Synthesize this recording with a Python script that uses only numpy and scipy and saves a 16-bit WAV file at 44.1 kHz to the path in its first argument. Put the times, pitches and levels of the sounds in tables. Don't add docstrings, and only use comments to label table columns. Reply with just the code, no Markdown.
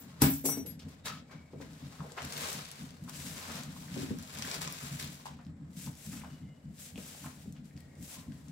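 import sys
import numpy as np
from scipy import signal
from scipy.fft import rfft, irfft, next_fast_len
from scipy.io import wavfile

SR = 44100
rng = np.random.default_rng(int(sys.argv[2]) if len(sys.argv) > 2 else 0)


def makeup_ratio(level_db):
    decades = np.asarray(level_db, float) / 20
    return 10 ** decades


def transcribe(u):
    v = np.clip(np.atleast_2d(u).T, -1, 1)
    q = np.round(v * 32767).astype(np.int16)
    wavfile.write(sys.argv[1], SR, q)


N = 375291

# (time [s], lead of the left port [samples], stones in the dust [dB])
BROOM_PLACE = [
    (0, 4, -2),
    (2.2, 1.45, -6.5),
    (2.3, 20.3, -2),
    (3, 20.6, -1.5),
    (3.1, 0.35, -6.5),
    (3.75, 0.92, -13.5),
    (3.85, 23.9, -4.5),
    (5.2, 23, -1),
    (5.3, 0.8, -0.5),
    (8.51, 1.3, -16),
]


def rms_one(x):
    return x / np.sqrt(np.mean(x ** 2) + 1e-20)


def in_time(rows):
    s, *columns = np.transpose(rows)
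    return [np.interp(np.arange(N) / SR, s, column) for column in columns]


def at_hz(points, hz):
    points = np.array(points)
    return np.interp(np.log(hz + 1), np.log(points[:, 0]), points[:, 1])


def shaped(x, gain):
    size = next_fast_len(N)
    hz = np.arange(size // 2 + 1) * SR / size
    return irfft(rfft(x, size) * gain(hz), size)[..., :N]


def coloured(x, spectrum):
    return shaped(x, lambda hz: makeup_ratio(at_hz(spectrum, hz)))


def band(x, low_hz, high_hz):
    return signal.sosfilt(signal.butter(2, [low_hz, high_hz], "band", fs=SR, output="sos"), x)


def drift(rate_hz):
    r = np.exp(-2 * np.pi * rate_hz * 40 / SR)
    slow = signal.lfilter([1], [1, -2 * r, r * r], rng.standard_normal(N // 40 + 2002))[2000:]
    return np.interp(np.arange(N) / 40, np.arange(len(slow)), rms_one(slow - slow.mean()))


def swells(s, rise_s, hold_s, level_db, fade_db_per_s):
    t = np.arange(0, N + 64, 64)[:, None] / SR
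    before_db = (s - t) * 20 / rise_s
    after_db = (t - s - hold_s) * fade_db_per_s
    db = level_db - np.maximum(0, np.maximum(before_db, after_db))
    total_db = 10 * np.log10(np.sum(makeup_ratio(db) ** 2, axis=1) + 1e-13)
    return np.interp(np.arange(N) / SR, t[:, 0], total_db)


def ring(clicks, hz, t60_s):
    r, w = makeup_ratio(-60 / (t60_s * SR)), 2 * np.pi * hz / SR
    return signal.lfilter([0, np.sin(w)], [1, -2 * r * np.cos(w), r * r], clicks + 1e-18)


def strike(times_s, levels_db, modes, uneven_db):
    twin_spread = 0.0035
    at = np.round(np.asarray(times_s) * SR).astype(int)
    out = np.zeros(N)
    span = slice(at[0], at[-1] + SR // 2)
    chance = rng.standard_normal((len(at), len(modes), 3))
    detune = 1 + twin_spread * rng.standard_normal((len(modes), 3)) * [0, 1, 1]
    sign = rng.choice([-1, 1], (len(modes), 3))
    for k, (hz, mode_db, t60_s) in enumerate(modes):
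        for twin in range(3):
            clicks = np.zeros(span.stop)
            clicks[at] = makeup_ratio(levels_db + mode_db - 4.0 - 3.6 * twin + uneven_db * chance[:, k, twin])
            out[span] += sign[k, twin] * ring(clicks[span], hz * detune[k, twin], t60_s)
    return out


def bursts(rows, t60_s, octaves, snap=0):
    out, t = np.zeros(N + 4096), np.arange(4096) / SR
    for (s, peak_db, hz), noise in zip(rows, rng.standard_normal((len(rows), len(t)))):
        burst = noise * makeup_ratio(-60 * t / t60_s) - snap * (t == 0)
        burst = band(burst, hz / 2 ** octaves, min(hz * 2 ** octaves, 0.45 * SR))
        out[round(s * SR):][:len(t)] += makeup_ratio(peak_db) * burst / np.abs(burst).max()
    return out[:N]


def ports(x, lead):
    return np.array([x, np.interp(np.arange(N) - lead, np.arange(N), x)])


def scattered(pair):
    # (frequency [Hz], left-right likeness [-1..1])
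    likeness = [(60, 1), (180, 0.85), (550, 0.49), (1650, -0.36), (4970, -0.41), (15000, -0.02)]
    sign = np.array([[1], [-1]])
    mid, side = shaped(pair, lambda hz: np.sqrt((1 + sign * np.clip(at_hz(likeness, hz), 0, 1)) / 2))
    return mid + sign * side


def broom():
    # (frequency [Hz], density [dB per Hz])
    straw = [(180, -26), (390, 13.5), (643, 14.5), (1570, 15), (2580, 13), (7450, 12), (10400, 9),
             (15700, 4.5)]
    # (frequency [Hz], width [Hz], lift [dB])
    pan_body = [(3880, 380, 1.5), (7600, 600, 2.5), (1500, 200, -0.5)]
    lead, stones_db = in_time(BROOM_PLACE)
    sizes = makeup_ratio(10.8 * np.minimum(rng.exponential(1, N), 3.7)) * rng.choice([-1, 1], N)
    grains_per_s = 2500 * makeup_ratio(5 * drift(15))
    grit = rms_one(sizes * (rng.random(N) < grains_per_s / SR))
    hiss = rng.standard_normal((3, N))
    near = 0.82 * grit * makeup_ratio(stones_db) + 0.34 * hiss[0]
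    source = coloured(np.array([near, *scattered(hiss[1:])]), straw)

    def body_gain(hz):
        return makeup_ratio(sum(db / (1 + (2 * (hz - at) / width) ** 2) for at, width, db in pan_body))

    source = shaped(source, body_gain)
    shared, catching, out = drift(14.0), drift(55.0), 0
    for k, level_db in enumerate(pressure()):
        overlap = np.transpose([[1200, 2600, 4500, 8000], np.eye(3)[k][[0, 1, 1, 2]]])
        flicker_db = 1.0 * shared + 0.81 * drift(33) + 0.9 * catching
        part = rms_one(shaped(source, lambda hz: at_hz(overlap, hz)))
        out = out + part * makeup_ratio(level_db + flicker_db)
    return ports(out[0], lead) * makeup_ratio(-3.5) + out[1:] * makeup_ratio(-3.0), out[0]


def pressure():
    # (full pressure [s], swell [s], hold [s], hiss [dB], brightness [dB])
    sweeps = [(0.005, 0.21, 0.23, -68.5, -5), (1.83, 0.64, 0.62, -63.5, -3), (2.3, 0.21, 0.051, -54, -2.5),
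              (2.396, 0.064, 0.068, -47.5, -1), (2.49, 0.11, 0.025, -46.5, -0.5),
              (2.644, 0.045, 0.009, -61, 0), (2.798, 0.23, 0.013, -58.5, -1), (3.167, 0.1, 0.21, -54, 4),
              (3.554, 0.43, 0.0058, -46.5, -3), (3.78, 0.17, 0.039, -59, 2.5),
              (3.993, 0.22, 0.031, -51, -1), (4.494, 0.44, 0.05, -48, -1.5), (4.72, 0.14, 0.23, -54, 0.5),
              (5.052, 0.12, 0.085, -59, 1), (6.3, 0.73, 0.062, -68.5, -3), (6.497, 0.44, 0.22, -79, -3),
              (5.6, 0.18, 0.13, -82.5, -9), (0.837, 0.05, 0.094, -71.5, -5.5), (7.9, 0.21, 0.08, -74, -1),
              (7.357, 0.42, 0.074, -67.5, 2), (8.325, 0.077, 0.23, -69.5, 0.5)]
    # (full pressure [s], swell [s], hold [s], hiss [dB], brightness [dB])
    flicks = [(5.43, 0.074, 0.013, -74, -5), (5.789, 0.063, 0.077, -59, 6.5), (5.98, 0.062, 0.11, -67.5, 7),
              (6.068, 0.15, 0.092, -58, 5), (6.8, 0.06, 0.063, -58, 6.5), (6.998, 0.07, 0.27, -58, 3.5),
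              (7.654, 0.027, 0.017, -68.5, 1), (7.766, 0.021, 0.026, -71, 1), (8.037, 0.063, 0.1, -60.5, 7),
              (8.143, 0.077, 0.012, -56, 2.5)]
    # (time [s], hiss [dB], brightness [dB])
    scatters = [(0.01, -73.5, 13), (0.218, -36.5, -3), (0.337, -60.5, 17.5), (0.453, -51.5, 18),
                (0.521, -57, -3), (0.663, -60, 7), (0.796, -67.5, -0.5), (0.889, -63, -0.5),
                (1.058, -44.5, -1), (1.314, -60, -9.5), (1.614, -60, -5), (1.997, -78, -25),
                (2.173, -49, -10), (2.248, -54, -2), (3.09, -56, -2.5), (4.615, -44.5, -1.5),
                (4.996, -48.5, 1), (5.257, -58.5, -1.5), (6.959, -75, -4), (7.555, -69, -6)]
    # (share [dB], follows brightness [dB per dB], lag [s])
    debris = [
        (-2.5, -1.11, -0.0073),
        (2, 0.069, -0.0024),
        (2.5, 0.93, -0.00018),
    ]
    # (a sweep [dB/s], a flick [dB/s], a scatter [dB/s])
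    fades = [
        (78.4, 64, 196),
        (82, 130, 153),
        (99, 150, 223),
    ]
    scatter_rise_s = 0.011
    thrown = [(s, scatter_rise_s, 0, db, bright) for s, db, bright in scatters]
    s, rise, hold, db, bright = np.transpose(sweeps + flicks + thrown)
    kind = np.repeat(range(3), [len(sweeps), len(flicks), len(scatters)])
    levels = []
    for (share_db, follow, lag), fade in zip(debris, fades):
        start = s + lag * (kind < 2)
        levels.append(swells(start, rise, hold, db + share_db + follow * bright, np.array(fade)[kind]))
    return levels


def stone_ticks():
    # (time [s], peak [dB], pitch [Hz])
    small_stones = [(0.7939, -39, 4130), (0.8999, -54, 5940), (1.056, -43, 4400), (1.6182, -46, 4560),
                    (1.733, -39, 6450), (2.1203, -32, 5530), (2.2202, -28, 4000), (2.228, -31, 7260),
                    (2.2374, -35, 4120), (2.2506, -28, 7100), (2.2894, -46, 7290), (2.324, -23, 5900),
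                    (2.354, -45, 5160), (2.368, -27.5, 4380), (2.378, -23, 7900), (2.487, -32, 4100),
                    (2.4964, -30, 9260), (2.503, -26, 9000), (2.5295, -21, 7000), (2.6094, -32, 4000),
                    (2.6506, -33, 4870), (2.6554, -33, 4230), (2.7054, -39, 4380), (2.715, -28.5, 6700),
                    (2.9065, -39, 3600), (2.907, -47, 9000), (2.9716, -46, 9290), (3.028, -44, 9000),
                    (3.0395, -38, 8700), (3.0754, -46, 6450), (3.0954, -24, 9250), (3.4915, -45, 4200),
                    (3.5364, -43, 6900), (3.555, -36, 7230), (3.6348, -29.5, 6740),
                    (3.9105, -45, 3570), (3.9424, -31.5, 3880), (3.9774, -34, 3620), (4.187, -36, 8500),
               (4.226, -31.5, 8080), (4.2336, -36, 4100), (4.2753, -36, 3680), (4.313, -39, 3610),
               (4.349, -30, 7920), (4.36, -38, 3530), (4.3726, -33, 3630), (4.387, -25.5, 5940),
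               (4.4232, -19.5, 4080), (4.501, -35, 4660), (4.5143, -21, 3900), (4.543, -23, 3720),
               (4.618, -21, 5350), (4.676, -24.5, 4450), (4.7247, -21, 9300), (4.998, -26, 3550),
               (5.026, -33, 3790), (5.0434, -33, 3520), (5.075, -32, 3560), (5.1444, -36, 7380),
               (5.2599, -45, 3610), (5.45, -49, 3640), (5.467, -50.5, 3780), (5.7324, -51, 4720),
               (5.77, -41, 5380), (5.9529, -43, 7890), (5.9723, -44, 7520), (6.212, -50, 5240),
               (6.77, -51, 7240), (6.782, -48, 4630), (7.5248, -38, 7450), (7.566, -53, 3600),
               (7.646, -53.5, 6290), (7.656, -49, 5940), (7.766, -49.5, 3230), (7.776, -47, 3000),
               (7.8054, -40.5, 7760), (7.808, -54, 3300), (7.9538, -51, 5390), (8.0022, -48, 7780),
               (8.0272, -34, 8270), (8.3216, -47, 3080), (8.484, -44, 5540)]
    # (time [s], peak [dB], pitch [Hz])
    grains = [(2.3084, -42, 7500), (2.3144, -37, 9170), (2.4184, -32, 8370), (2.4424, -36, 8420),
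              (2.4554, -34, 8400), (2.5404, -39, 8280), (2.5894, -43, 9390), (2.6154, -45, 7530),
              (2.803, -47, 8530), (2.8314, -42, 7930), (3.1694, -42, 7870), (3.2994, -45, 7570),
              (3.4194, -40, 8030), (4.4514, -32, 8180), (4.4744, -39, 7680), (4.7344, -33, 9520),
              (4.8094, -38, 8990), (5.026, -32, 7760), (5.0444, -30, 7710), (5.0754, -38, 9420)]
    # (time [s], peak [dB], pitch [Hz])
    raps = [(1.504, -59.5, 1010), (1.531, -53, 930), (1.603, -51, 920), (1.623, -45, 1910),
            (2.005, -37.5, 1100), (2.098, -48, 1540), (2.176, -35, 990), (2.178, -35, 1770),
            (2.186, -33.5, 3000), (2.379, -42, 2000), (3.764, -46, 950), (3.832, -45, 940),
            (3.882, -45, 1700), (3.942, -56, 2670), (4.187, -48, 1430), (3.967, -32, 236),
            (4.001, -35, 242), (4.031, -32, 257), (4.109, -29, 235), (4.36, -42, 1620),
            (4.448, -32.5, 1540), (4.513, -42, 2040), (4.675, -33, 1080), (4.811, -42, 1250),
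            (5.198, -47, 990), (5.2565, -34.5, 860), (5.267, -36, 900), (5.297, -50, 890),
            (5.864, -55, 880), (6.218, -45, 1980), (6.236, -42, 907), (6.958, -38, 2880), (6.958, -52, 700),
            (6.971, -54, 590), (6.978, -39, 2750), (6.977, -44, 480), (7.149, -49, 700),
            (8.319, -54.5, 1770), (7.71, -55, 1950), (7.807, -55, 2320), (7.457, -55, 600),
            (8.477, -61, 960)]
    ticks = bursts(small_stones + grains, t60_s=0.0056, octaves=0.88, snap=4.84)
    return ticks + bursts(raps, t60_s=0.0097, octaves=0.26, snap=60)


def dull_knocks():
    # (time [s], peak [dB], pitch [Hz])
    tool_knocks = [(0.217, -24, 324), (0.219, -25.5, 714), (0.228, -27, 920), (0.441, -29.5, 260),
                   (0.452, -32.5, 610), (0.487, -29.5, 690), (0.572, -29, 239), (0.65, -44.5, 330),
                   (0.862, -49.5, 330), (0.797, -45.5, 3623), (0.82, -51, 3800)]
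    # (time [s], peak [dB], pitch [Hz])
    stone_knocks = [(1.057, -47, 1870), (1.069, -33, 1290), (1.064, -38, 3880), (1.08, -37, 4000),
                    (1.096, -44, 3800), (1.1, -40, 2000), (1.296, -52.5, 890), (1.531, -39, 310),
                    (1.602, -38, 310), (2.01, -44, 577), (2.18, -34.5, 1150), (2.04, -43, 470),
                    (2.115, -46, 497), (2.436, -36, 1300), (3.078, -43, 870), (3.96, -42, 306),
                    (4.105, -32, 185), (3.965, -33.5, 219), (4.032, -42, 211), (5.263, -50, 950),
                    (5.276, -65, 920), (5.39, -50, 890), (5.401, -52, 990), (5.869, -45.5, 790),
                    (6.126, -45, 1500), (6.135, -47, 970), (6.17, -47.5, 1600), (6.21, -46.5, 1430),
                    (6.244, -42.5, 910), (6.98, -47.5, 511), (7.242, -43, 1000), (7.26, -40, 1080),
                    (7.456, -49, 297), (7.564, -52.5, 2500), (8.129, -67, 1040), ]
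    return bursts(tool_knocks + stone_knocks, t60_s=0.066, octaves=0.61)


def pan():
    # (time [s], level [dB], pitch [Hz], swell [s], t60 [s])
    pan_ring = [(1.1, -44.5, 1290, 0.036, 0.31), (1.06, -48.5, 3800, 0.019, 0.27),
                (1.075, -49, 4490, 0.015, 0.16), (1.3, -65, 2250, 0.041, 1.52), (6.24, -70, 2930, .06, 1.6),
                (6.54, -79, 2900, .3, 0.26), (6.501, -71.5, 2100, 0.28, .3), (7.71, -73, 1900, 0.03, 0.3),
                (7.94, -72, 2160, 0.18, 0.6), (7.82, -72.5, 1900, 0.1, 1.8), (7.25, -57, 1060, 0.012, 0.3),
                (8.14, -60, 1030, 0.04, 0.7), (8.34, -74, 1863, 0.028, 0.81)]
    rub, out = rng.standard_normal(N), 0
    for s, db, hz, rise_s, t60_s in pan_ring:
        out = out + rms_one(ring(rub, hz, 0.055)) * makeup_ratio(swells(s, rise_s, 0, db, 60 / t60_s))
    return out


def clatter():
    # (time [s], crack peak [dB], ring [dB], thud [dB])
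    first_fall = [
        (0.214, -32.5, -29, -41.5),
        (0.2188, -10.5, -22, -16.5),
        (0.228, -29, -43, -22),
        (0.2352, -31, -19.5, -22.5),
        (0.262, -37, -37.5, -22),
        (0.2994, -44, -26, -26),
    ]
    second_fall = [
        (0.4419, -50, -59, -28.5),
        (0.4538, -22.5, -24.5, -28),
        (0.4595, -19, -21.5, -37),
        (0.49, -35, -22.5, -55),
        (0.5062, -51.5, -40, -32.5),
        (0.5746, -38, -45, -47),
    ]
    last_bounce = [
        (0.6194, -55, -61, -72),
        (0.662, -56, -40, -64),
        (0.686, -62, -44, -66),
        (0.7941, -64, -78, -70),
    ]
    steel_hz = [2191, 4926, 5884, 7610, 8200, 8683, 10020, 11060, 11540, 12760, 12900, 13190, 15190, 15600]
    # (level [dB], t60 [s])
    first_ring = [(-29.5, 0.139), (-26.5, 0.15), (-27.5, .4), (-19, .2), (-14.5, 0.16), (-21, 0.217),
                  (-10, 0.1215), (-21, 0.19), (-21.5, 0.3), (-17.5, 0.17), (-7, 0.43), (-20.5, 0.148),
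                  (-9, .3), (-13.5, 0.34)]
    second_ring = [(-30.5, 0.37), (-36, 0.15), (-12, 0.28), (-24, .1), (-17, 0.3), (-16, 0.28),
                   (-15.5, 0.36), (-17, 0.22), (-6.5, 0.19), (-8, 0.15), (-15, 0.12), (-22, .1),
                   (-11, 0.31), (-8, 0.23)]
    last_ring = [(-42, .2), (-20, 0.4), (-32.5, .3), (-37, 0.16), (-34, .2), (-11, 0.24), (-33, .2),
                 (-30, .2), (2.5, 0.18), (-24, .2), (-30, .2), (-6, .15), (-12, 0.28), (-30, .3)]
    # (frequency [Hz], level [dB], t60 [s])
    earlier_ring = [(12760, -50.5, 0.222), (15400, -50.5, 0.14)]
    # (frequency [Hz], level [dB], t60 [s])
    floor_thud = [(148.4, -9.5, 0.57), (211, -3, 0.21), (230, -3, 0.12), (276, 0, 0.37), (400, -2, 0.1)]
    settles_s = [
        0.44,
        0.61,
        0.705,
    ]
    settle_db_per_s, rattle_db = 246, 0
    crack, thud = 0, 0
    steel = strike([0], np.zeros(1), earlier_ring, uneven_db=1.5)
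    falls = [(first_fall, first_ring), (second_fall, second_ring), (last_bounce, last_ring)]
    for (fall, face), settle_s in zip(falls, settles_s):
        choke_db = -settle_db_per_s * np.clip(np.arange(N) / SR - settle_s, 0, 0.1)
        s, crack_db, ring_db, thud_db = np.transpose(fall)
        modes = [(hz, db, t60_s) for hz, (db, t60_s) in zip(steel_hz, face)]
        crack = crack + bursts(np.transpose([s, crack_db, 9000 + 0 * s]), t60_s=0.017, octaves=0.71)
        steel = steel + np.array([strike(s, ring_db, modes, uneven_db=2.5)
                                  * makeup_ratio(choke_db + rattle_db * drift(70.0)) for port in range(2)])
        thud = thud + strike(s, thud_db, floor_thud, uneven_db=3.0)
    return crack, makeup_ratio(-4.5) * steel, makeup_ratio(-3.5) * band(thud, 93, 1500)


def thumping():
    # (time [s], held [s], boom [dB])
    thumps = [(0.233, 0.0083, -24), (0.45, 0.33, -49), (0.855, 0.0058, -41.5), (1.828, 0.04, -43),
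              (2.005, 0.019, -43), (2.554, 0.032, -45.5), (2.803, 0.041, -44.5), (3.025, 0.043, -45),
              (3.929, 0.1, -41), (4.105, 0.032, -41), (4.168, 0.0025, -39), (4.568, 0.037, -46.5),
              (4.839, 0.0068, -42), (4.921, 0.035, -42.5), (5.034, 0.06, -44.5), (5.468, 0.057, -45),
              (5.772, 0.032, -44.5), (5.854, 0.042, -41.5), (6.075, 0.09, -42.5), (6.416, 0.052, -44),
              (6.658, 0.049, -44.5), (6.945, 0.039, -42.5), (7.237, 0.041, -44), (7.469, 0.041, -43),
              (7.758, 0.0055, -45.5), (7.993, 0.037, -44.5), (8.284, 0.017, -39),
              (0.011, 0.17, -51), (1.04, 0.12, -50), (1.189, 0.042, -51), (1.348, 0.026, -46.5),
            (1.535, 0.089, -48), (1.635, 0.11, -50), (2.231, 0.037, -45.5), (2.359, 0.076, -48.5),
            (2.904, 0.0034, -48.5), (3.122, 0.24, -48.5), (3.262, 0.078, -46.5), (3.483, 0.15, -46),
            (3.664, 0.027, -44.5), (3.749, 0.17, -48), (4.358, 0.12, -46), (4.669, 0.061, -46.5),
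            (5.305, 0.07, -49), (5.6, 0.1, -48), (6.182, 0.1, -48), (6.325, 0.013, -46.5),
            (7.114, 0.043, -55.5), (7.369, 0.093, -54), (7.596, 0.054, -48), (7.872, 0.0018, -46),
            (8.182, 0.035, -47.5), (8.385, 0.14, -49.5)]
    # (frequency [Hz], width [Hz], level [dB])
    boom = [(144.4, 14.5, -0.5), (175.3, 31, -1.5), (211.3, 58, -2.5), (249.4, 37, -3), (291, 37.5, -9)]
    deep = [(46.7, 41, -16.5), (82.1, 14.6, -8.5)]
    rise_s, between_db = 0.024, -57.5
    s, hold, db = np.transpose([(0.0068, N / SR, between_db)] + thumps)
    boom_db = swells(s, rise_s, hold, db, 225)
    deep_db, deep_offset_db, deep_swing = swells(s, 2 * rise_s, hold, db, 134), -10, 1
    deep_db = deep_offset_db + deep_db.mean() + deep_swing * (deep_db - deep_db.mean())
    blows, layers = rng.standard_normal((2, N)), []
    for modes, level_db in [(boom, boom_db), (deep, deep_db)]:
        hum = 0
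        for k, (hz, width_hz, mode_db) in enumerate(modes):
            hum = hum + makeup_ratio(mode_db) * rms_one(ring(blows, hz, 3.43 / width_hz)) * (-1) ** k
        layers.append(rms_one(band(hum, 40.3, 355)) * makeup_ratio(level_db))
    mid, side = sum(layers)
    return mid + makeup_ratio(-19) * side * [[1], [-1]]


def room(x):
    # (frequency [Hz], t60 [s])
    room_t60 = [(100, 0.44), (500, 0.28), (2000, 0.28), (6000, 0.13), (14000, 0.04)]
    t, tail = np.arange(SR // 2) / SR, 0
    for hz in 90 * 2.0 ** np.arange(8):
        decay = makeup_ratio(-60 * t / at_hz(room_t60, hz)) * np.minimum(t / 0.00053, 1)
        tail = tail + band(rng.standard_normal((2, len(t))), hz / np.sqrt(2), hz * np.sqrt(2)) * decay
    tail = tail / np.sqrt(np.sum(tail ** 2) / 2)
    return signal.fftconvolve(x[None], tail, axes=1)[:, :N]


def background():
    # (frequency [Hz], level [dB])
    air_spectrum = [(300, -4.5), (622, -5.5), (1190, -19.5), (2080, -15.5), (2580, -27), (6750, -35),
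                    (7450, -20.5), (15700, -74.5)]
    air_db, sway_db = -63.5, 1.2
    air = coloured(scattered(rng.standard_normal((2, N))), air_spectrum)
    return rms_one(air) * makeup_ratio(air_db + sway_db * drift(2.0))


def scene():
    sweep, sweep_dry = broom()
    crack, steel, thud = clatter()
    knocks, ticks = dull_knocks(), stone_ticks()
    near = ports(knocks + pan(), 0.54) * makeup_ratio(0.5) + ports(ticks, in_time(BROOM_PLACE)[0]) * makeup_ratio(0.5)
    near = near + ports(crack, 10) + steel + thud
    to_room = makeup_ratio(-3.5) * knocks + makeup_ratio(-4.5) * ticks + makeup_ratio(1.0) * crack
    to_room = to_room + makeup_ratio(5.0) * steel[0] + makeup_ratio(-13.0) * thud + makeup_ratio(-6.0) * sweep_dry
    return sweep + near + scattered(room(to_room)) + thumping() + background()


def low_pass(x):
    return signal.sosfilt(signal.butter(12, 16650, fs=SR, output="sos"), x)


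def record(dry):
    # (frequency [Hz], left minus right [dB])
    left_lean = [(60, -2), (240, 2.5), (950, 2.5), (3770, 2.5), (15000, 4)]
    sign = np.array([[1], [-1]])
    lean = shaped(dry, lambda hz: makeup_ratio(at_hz(left_lean, hz) / 2 * sign))
    cut = signal.sosfilt(signal.butter(2, 40, "high", fs=SR, output="sos"), lean)
    cut = signal.sosfilt(signal.ellip(12, 0.5, 70, 15800, fs=SR, output="sos"), cut)
    return low_pass(cut)


dry = scene()
out = record(dry)
transcribe(out)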